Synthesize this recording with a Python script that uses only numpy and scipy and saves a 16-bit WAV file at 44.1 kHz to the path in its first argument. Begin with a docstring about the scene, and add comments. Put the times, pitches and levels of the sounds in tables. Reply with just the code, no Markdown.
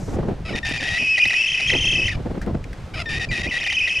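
"""A large seabird begs on its nest in dry scrub, out in the wind.
Two long calls start as a growl, break into a rasp and rise to a quavering squeal.
The two sides of its voice box beat against each other when the pitch is low; twigs and ground
scatter the sound. Wind buffets the microphone, feathers brush the nest and a few dry twigs tick."""
import sys
import numpy as np
from scipy import signal
from scipy.fft import rfft, irfft
from scipy.io import wavfile
from scipy.ndimage import uniform_filter1d

SR = 44100
rng = np.random.default_rng(int(sys.argv[2]) if len(sys.argv) > 2 else 0)


def put_to_file(sound):
    """Save the sound as 16-bit audio at rate SR, in the file named by the first command-line argument."""
    columns = np.atleast_2d(sound).T  # one column per channel
    safe = np.clip(columns, -1, 1)
    whole_steps = np.round(safe * 32767)
    wavfile.write(sys.argv[1], SR, whole_steps.astype(np.int16))


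N = 176400
EDGE_S = .007  # fade at each end of a note
LOCK_HZ, LOCK_SPACING_HZ = 2548, 594.7  # main throat resonance, and the step to its neighbours


def undb(db):
    """Decibels to gain."""
    return 10 ** (np.asarray(db) / 20)


def unit(x):
    """Scale to rms 1."""
    return x / np.sqrt(np.mean(x ** 2))


def walk(rate):
    """Smooth random wandering with rms 1, turning about `rate` times a second."""
    span = max(int(SR / rate), 2)
    return unit(uniform_filter1d(uniform_filter1d(rng.standard_normal(N), span), span))


def phase_of(hz):
    """Running phase in radians of a moving pitch."""
    return 2 * np.pi * np.cumsum(hz) / SR


def stereo_noise(spectrum, side_db):
    """Mid and side noise with a spectrum of (f/Hz, relative level/dB) points, as left and right."""
    hz, db = np.array(spectrum, float).T
    f = np.arange(N // 2 + 1) * SR / N
    gain = undb(np.interp(np.log(f + 1), np.log(hz), db))
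    mid, side = (unit(irfft(rfft(rng.standard_normal(N)) * gain, N)) for _ in range(2))
    return mid + undb(side_db) * side * np.array([[1], [-1]])


def ring(x, modes):
    """Pass a sound through steep resonances (f/Hz, width/Hz, relative level/dB); rms 1 comes out."""
    f = np.arange(1, N // 2 + 2) * SR / N
    power = sum(undb(db) ** 2 / (1 + ((f * f - hz * hz) / (f * width)) ** 2) ** 3
                for hz, width, db in modes)
    return unit(irfft(rfft(x) * np.sqrt(power), N))


def gate(t, start, end):
    """On between two times, with short edges."""
    return np.sin(np.pi / 2 * np.clip(np.minimum(t - start, end - t) / EDGE_S + .5, 0, 1))


def wind(t):
    """Rumble and sharper gusts on the microphone, over the steady hiss of the scrub around it."""
    # spectra of the three noises: f/Hz, relative level/dB
    rumble_spectrum = [(12, -4.5), (35, 3), (60, 2), (130, 0.5), (200, -11.5), (400, -46), (4000, -100)]
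    buffet_spectrum = [(90, -13), (180, -1.5), (300, -5.5), (500, -9), (750, -15.5), (1100, -24.5),
                       (2000, -33.5), (15000, -72)]
    scrub_spectrum = [(100, 0), (600, -3), (1500, -8), (3000, -14), (5000, -19), (9000, -28), (12000, -37),
                      (15500, -45)]
    # strength of the breeze at the microphone: t/s, level/dB
    breeze_curve = [(0, -36), (.13, -25), (.18, -23.5), (.30, -26), (.43, -35.5), (.53, -29), (.62, -37.5),
                    (.72, -33), (1.05, -39.5), (1.17, -47), (1.26, -42), (1.36, -46.5), (1.65, -39),
                    (1.76, -30.5), (1.9, -28.5), (2.3, -33), (2.55, -29), (2.8, -38.5), (3.0, -34.5),
                    (3.3, -31), (3.65, -43.5), (4.0, -42.5)]
    # gusts that hit the microphone: t/s, width/s, relative level/dB
    gust_hits = [(0.025, 0.04, -31.5), (0.115, 0.062, -27.5), (0.198, 0.069, -25), (0.244, 0.0062, -24),
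                 (0.289, 0.044, -21.5), (0.533, 0.078, -27.5), (0.715, 0.0095, -26.5), (0.828, 0.015, -29),
                 (1.019, 0.028, -30), (1.258, 0.012, -36.5), (1.745, 0.041, -20.5), (1.993, 0.073, -31.5),
                 (2.192, 0.041, -28), (2.264, 0.021, -28), (2.307, 0.019, -25.5), (2.363, 0.044, -29.5),
                 (2.487, 0.037, -22.5), (2.551, 0.0086, -19.5), (3.32, 0.043, -36), (3.395, 0.035, -32.5),
                 (3.477, 0.035, -31.5)]
    breeze = undb(np.interp(t, *np.array(breeze_curve).T))
    gusts = sum(undb(db - 1) * np.exp(-2.2 * ((t - at) / width) ** 2) for at, width, db in gust_hits)
    rumble = stereo_noise(rumble_spectrum, side_db=-23) * breeze * undb(1 + 3.7 * walk(30.4))
    buffet = stereo_noise(buffet_spectrum, side_db=-10) * np.hypot(gusts, breeze * undb(-8.5))
    eddies = undb(3 * walk(130))
    hiss = stereo_noise(scrub_spectrum, side_db=-11) * undb(-45.5 + walk(6))
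    return rumble + buffet * eddies + hiss


def feathers(t):
    """Feathers brush over the sticks of the nest: a brief, faint hiss."""
    return gate(t, -.02, .16) * undb(-51.5) * ring(rng.standard_normal(N), [(6000, 5500, 0)])


def growls(t):
    """Slow uneven pulses and a little breath ring the bird's half-open throat."""
    # growls: start t/s, end t/s, start f/Hz, end f/Hz, level/dB
    growl_notes = [(.452, 0.497, 647, 663, -35.5), (0.491, 0.534, 718, 561, -33.5),
                   (2.136, 2.159, 675, 552, -38), (2.939, 2.99, 756, 594, -32),
                   (2.991, 3.024, 745, 646.6, -27.5)]
    # resonances of the half-open throat: f/Hz, width/Hz, relative level/dB
    open_throat = [(640, 360, -5), (1330, 2600, -1), (2380, 650, 7), (2920, 470, 0.5), (3800, 990, -5.5),
                   (4990, 800, -2.5), (6640, 900, -17.5), (9150, 4800, -26)]
    hz, loud = np.full(N, 650.), 0
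    for start, end, start_hz, end_hz, db in growl_notes:
        on = gate(t, start, end)
        hz = hz + on * (np.interp(t, [start, end], [start_hz, end_hz]) - hz)
        loud = np.hypot(loud, on * undb(db))
    phase = phase_of(hz * (1 + .04 * walk(800) + .035 * walk(70)))
    pulses = unit(sum(np.cos(k * phase) for k in range(1, 18))) * undb(2.5 * walk(600))
    breath = .25 * rng.standard_normal(N)
    return loud * ring(pulses + breath, open_throat)


def syrinx(hz, rough, throat, *, jitter, smear, second_hz, second_db, beat_db, mirror_db,
           buzz_db, octave_db, third_db, air_db, rattle_db):
    """Two membranes: roughness shakes the first and wakes the second, which beats against it."""
    jitter_rate, flutter_rate, rattle_hz, bright_db_per_octave = 1100, 224, 125, 26
    one = phase_of(hz * (1 + jitter * rough * walk(jitter_rate) + .016 * np.sqrt(rough) * walk(110)))
    two = phase_of(second_hz * (1 + .03 * walk(jitter_rate) + .016 * walk(70)))
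    smeared = one + smear * np.sqrt(rough) * .31 * walk(570)
    overtones = undb(octave_db) * np.cos(2 * smeared)
    overtones += undb(third_db) * (np.sin(3 * smeared) + .16 * np.cos(4 * smeared))
    beat = np.cos(two - one)  # heard as an undertone
    mirrored_sideband = ring(np.sin(2 * one - two), throat)
    second = undb(second_db) * np.sin(two) + undb(beat_db) * beat + undb(mirror_db) * mirrored_sideband
    # a slap on every third cycle and pulsed turbulence ring the throat
    buzz = ring(sum(np.cos(k * smeared / 3) for k in range(1, 18)), throat)
    air = ring(rng.standard_normal(N) * (1 + np.cos(one)) * (1 + .5 * beat), throat)
    bright_db = 2 * walk(150) + bright_db_per_octave * np.maximum(np.log2(hz / LOCK_HZ), 0)
    tone = np.sin(one) + overtones / (1 + rough) * undb(bright_db)
    rattle = np.sin(phase_of(rattle_hz * (1 + .35 * walk(flutter_rate))))
    voice = tone + rough * (second + undb(buzz_db) * buzz + undb(air_db) * air)
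    power = uniform_filter1d(voice ** 2, size=32)
    voice *= (uniform_filter1d(power, size=600) / power) ** .25  # the membranes can swing only so far
    return voice * undb(rough * (rattle_db * rattle + 1.5 * walk(flutter_rate)))


def calls(t):
    """Low raspy notes, then squeals that slip between throat resonances and rasp on downward swings."""
    # low notes: start t/s, end t/s, start f/Hz, end f/Hz, level/dB, roughness (0 is pure)
    low_notes = [(0.537, .560, 1930, 1680, -28, 0.09), (0.556, 0.592, 1900, 1800, -32, 1.36),
                 (0.632, 0.652, 1830, 1780, -23.5, 0.07), (.651, 0.729, 1810, 1860, -27, 1),
                 (0.735, 0.78, 1860, 1850, -29, 1.09), (0.782, .804, 2480, 2350, -27.5, 0.3),
                 (0.804, 0.898, 1830, 1890, -26.5, 0.98), (0.9, 0.979, 1890, 1930, -22.5, 0.67),
                 (2.114, 2.134, 1950, 1700, -27, 0.54), (3.06, 3.094, 1840, 1760, -25.5, 0.08),
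                 (3.093, 3.187, 1800, 1870, -26.5, 0.73), (3.198, 3.25, 1890, 1850, -25.5, 0.7),
                 (3.29, 3.312, 2410, 2350, -30, 0.07), (3.314, 3.344, 1960, 1890, -20.5, 0.51),
                 (3.346, 3.420, 1880, 1890, -27, .85), (3.433, 3.458, 1870, 1900, -26, 0.68),
                 (3.517, 3.582, 1960, 1900, -25.5, 0.73)]
    # squeals: start t/s, end t/s
    squeal_spans = [(0.976, 2.11), (3.457, 4.02)]
    # effort in the squeals: t/s, resting f/Hz, level/dB, roughness 0-1
    effort = [(.975, 2552, -22.5, 0.92), (1.071, 2539, -18.5, 0.54), (1.116, 2580, -13.5, 0.2),
              (1.17, 2491, -16.5, .42), (1.203, 2458, -13, 0.22), (1.235, 2400, -8, 0),
              (1.253, 2503, -16.5, 0.41), (1.35, 2494, -18, 0.75), (1.409, 2628, -15.5, 0.5),
              (1.551, 2550, -16.5, 0.65), (1.66, 2519, -21, 0.84), (1.69, 2570, -13.5, 0.43),
              (1.80, 2651, -15.5, 0.47), (1.88, 2623, -13, 0.44), (1.999, 2552, -16.5, 0.44),
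              (2.07, 2640, -17, 0.49), (2.109, 2586, -23, 0.48), (3.46, 2459, -24, 0.4),
              (3.62, 2550, -22, 0.55), (3.69, 2384, -17, 0.24), (3.74, 2514, -19, 0.55),
              (3.775, 2509, -15, 0.21), (3.851, 2477, -17, 0.43), (3.93, 2540, -21, 0.7),
              (3.97, 2578, -17.5, 0.35), (4.0, 2596, -21, 0.62)]
    # brief swings of the squeal's pitch: t/s, length/s, target f/Hz
    quavers = [(1.165, .012, 2950), (1.186, .021, 1930), (1.218, .009, 2900), (1.244, .009, 2950),
               (1.257, .009, 1950), (1.293, .008, 2850), (1.309, .01, 1920), (1.337, .018, 1900),
               (1.429, .014, 2980), (1.456, .012, 2870), (1.479, .016, 3080), (1.506, .02, 3140),
               (1.533, .02, 3080), (1.566, .016, 2930), (1.606, .018, 1980), (1.682, .022, 3240),
               (1.703, .008, 1960), (1.72, .019, 3200), (1.738, .008, 1950), (1.756, .013, 3110),
               (1.784, .021, 3120), (1.821, .037, 3120), (1.86, .02, 3200), (1.89, .022, 3200),
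               (1.919, .017, 3170), (1.943, .018, 3090), (1.972, .014, 3100), (2.012, .012, 2950),
               (2.046, .016, 3060), (2.07, .016, 3150), (2.089, .017, 1900), (3.463, .018, 2000),
               (3.487, .01, 2120), (3.499, .022, 2950), (3.589, .016, 3230), (3.606, .018, 1870),
               (3.638, .018, 1830), (3.653, .014, 3030), (3.671, .016, 1880), (3.703, .01, 2020),
               (3.713, .013, 3100), (3.729, .016, 1870), (3.752, .031, 3030), (3.794, .015, 3020),
               (3.811, .005, 2250), (3.831, .013, 2750), (3.862, .01, 2850), (3.881, .02, 1980),
               (3.897, .011, 3070), (3.947, .012, 2980), (3.994, .022, 3020)]
    # throat resonances: f/Hz, width/Hz, relative level/dB in a rasp, relative level/dB in a squeal
    throat_modes = [(781, 117, -8, -31), (1584, 550, -22.5, -18.5), (1940, 284, 2, 1.5),
                    (2484, 720, 2.5, 5), (2910, 400, -1, -1.5), (3230, 72, -0.5, -6), (3648, 300, -2, -14),
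                    (4260, 410, -10, -16), (4790, 380, -4, -8), (5523, 820, -9, -4.5),
                    (6390, 190, -9.5, -16), (7100, 1100, -19.5, -20.5), (8840, 1060, -21.5, -21.5),
                    (10030, 2000, -28, -26), (13300, 7100, -42, -44)]
    lock_pull, slip_db, off_tune_db_per_octave = .42, -6.5, -10.5
    break_hz, break_width_hz = 2134, 260

    when, resting_hz, effort_db, effort_rough = np.array(effort).T
    hz = np.interp(t, when, resting_hz)
    for at, length, target_hz in quavers:
        swing = np.exp(-np.abs((t - at) / (length / 2)) ** 4)
        hz = hz + swing * (target_hz - hz)
    # the pitch clings to evenly spaced resonances; the squeal weakens between them and above the main one
    detune = 2 * np.pi * (hz - LOCK_HZ) / LOCK_SPACING_HZ
    hz = hz - lock_pull * LOCK_SPACING_HZ * np.sin(detune) / (2 * np.pi)
    slip = np.sin(detune / 2) ** 2
    off_tune_db = off_tune_db_per_octave * np.maximum(np.log2(hz / LOCK_HZ), 0) + slip_db * slip ** 2
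    squealing = sum(gate(t, start, end) for start, end in squeal_spans)
    loud = undb(np.interp(t, when, effort_db) + off_tune_db) * squealing
    squeal_rough = np.hypot(np.interp(t, when, effort_rough), slip / 2)

    broken = np.clip((break_hz - hz) / break_width_hz, 0, 1)  # a squeal that falls low turns to rasp
    rasp_gain = loud * np.sqrt(broken) * undb(-4.5)
    rasp_rough = np.full(N, .85)
    for start, end, start_hz, end_hz, db, rough in low_notes:
        on = gate(t, start, end)
        pitch_held = gate(t, start - EDGE_S / 2, end + EDGE_S / 2)
        hz = hz + pitch_held * (np.interp(t, [start, end], [start_hz, end_hz]) - hz)
        rasp_rough = rasp_rough + on * (rough - rasp_rough)
        rasp_gain = np.hypot(rasp_gain, on * undb(db))

    throat = np.array(throat_modes, float)
    rasp = syrinx(hz, rasp_rough, throat[:, [0, 1, 2]], jitter=.04, smear=1.3,
                  second_hz=2600, second_db=-5, beat_db=-15, mirror_db=-30,
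                  buzz_db=-6, octave_db=-10.5, third_db=-20, air_db=-4.5, rattle_db=2.5)
    squeal = syrinx(hz, squeal_rough, throat[:, [0, 1, 3]], jitter=.032, smear=2,
                    second_hz=2070, second_db=-13, beat_db=-36, mirror_db=-9,
                    buzz_db=-20, octave_db=-20.5, third_db=-37, air_db=-6, rattle_db=2)
    return rasp_gain * rasp + loud * np.sqrt(1 - broken) * squeal


def twigs(t):
    """Dry sticks knock together and ring briefly."""
    # twig ticks: t/s, level/dB, ring f/Hz, t60/s
    ticks = [(0.691, -38, 7800, 0.041), (1.2773, -32.5, 8863, 0.013), (2.415, -32, 1700, 0.1),
             (2.463, -31.5, 1900, 0.012), (2.641, -32.5, 2060, 0.026), (2.731, -32, 1840, 0.023)]
    out = np.zeros(N)
    for at, db, hz, t60 in ticks:
        wood = ring(rng.standard_normal(N), [(hz, .5 * hz, 0), (4500, 6000, -18)])
        out += wood * (t >= at) * undb(db - 60 * np.abs(t - at) / t60)
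    return out


def scrub_scatter(t, sound, t60_s):
    """Twigs and ground scatter a sound into a short tail, different on the left and right."""
    tail = rng.standard_normal((2, N // 8)) * undb(-60 * t[:N // 8] / t60_s)
    tail /= np.sqrt(np.sum(tail ** 2, axis=1, keepdims=True))
    return signal.fftconvolve(sound[None], tail, axes=1)[:, :N]


def scene():
    """The nest almost straight ahead of a stereo microphone, near enough for direct sound to lead."""
    t = np.arange(N) / SR
    nest = calls(t) + growls(t) + feathers(t) + twigs(t)
    scatter = undb(-12) * scrub_scatter(t, nest, t60_s=.1)
    pan = undb([[.15], [-.15]])
    return (nest + scatter) * pan + wind(t)


def record(dry):
    """The camera's sound input cuts the top steeply."""
    top_hz = 15400
    return signal.sosfilt(signal.ellip(10, .2, 80, top_hz, fs=SR, output="sos"), dry)


dry = scene()
out = record(dry)
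put_to_file(out)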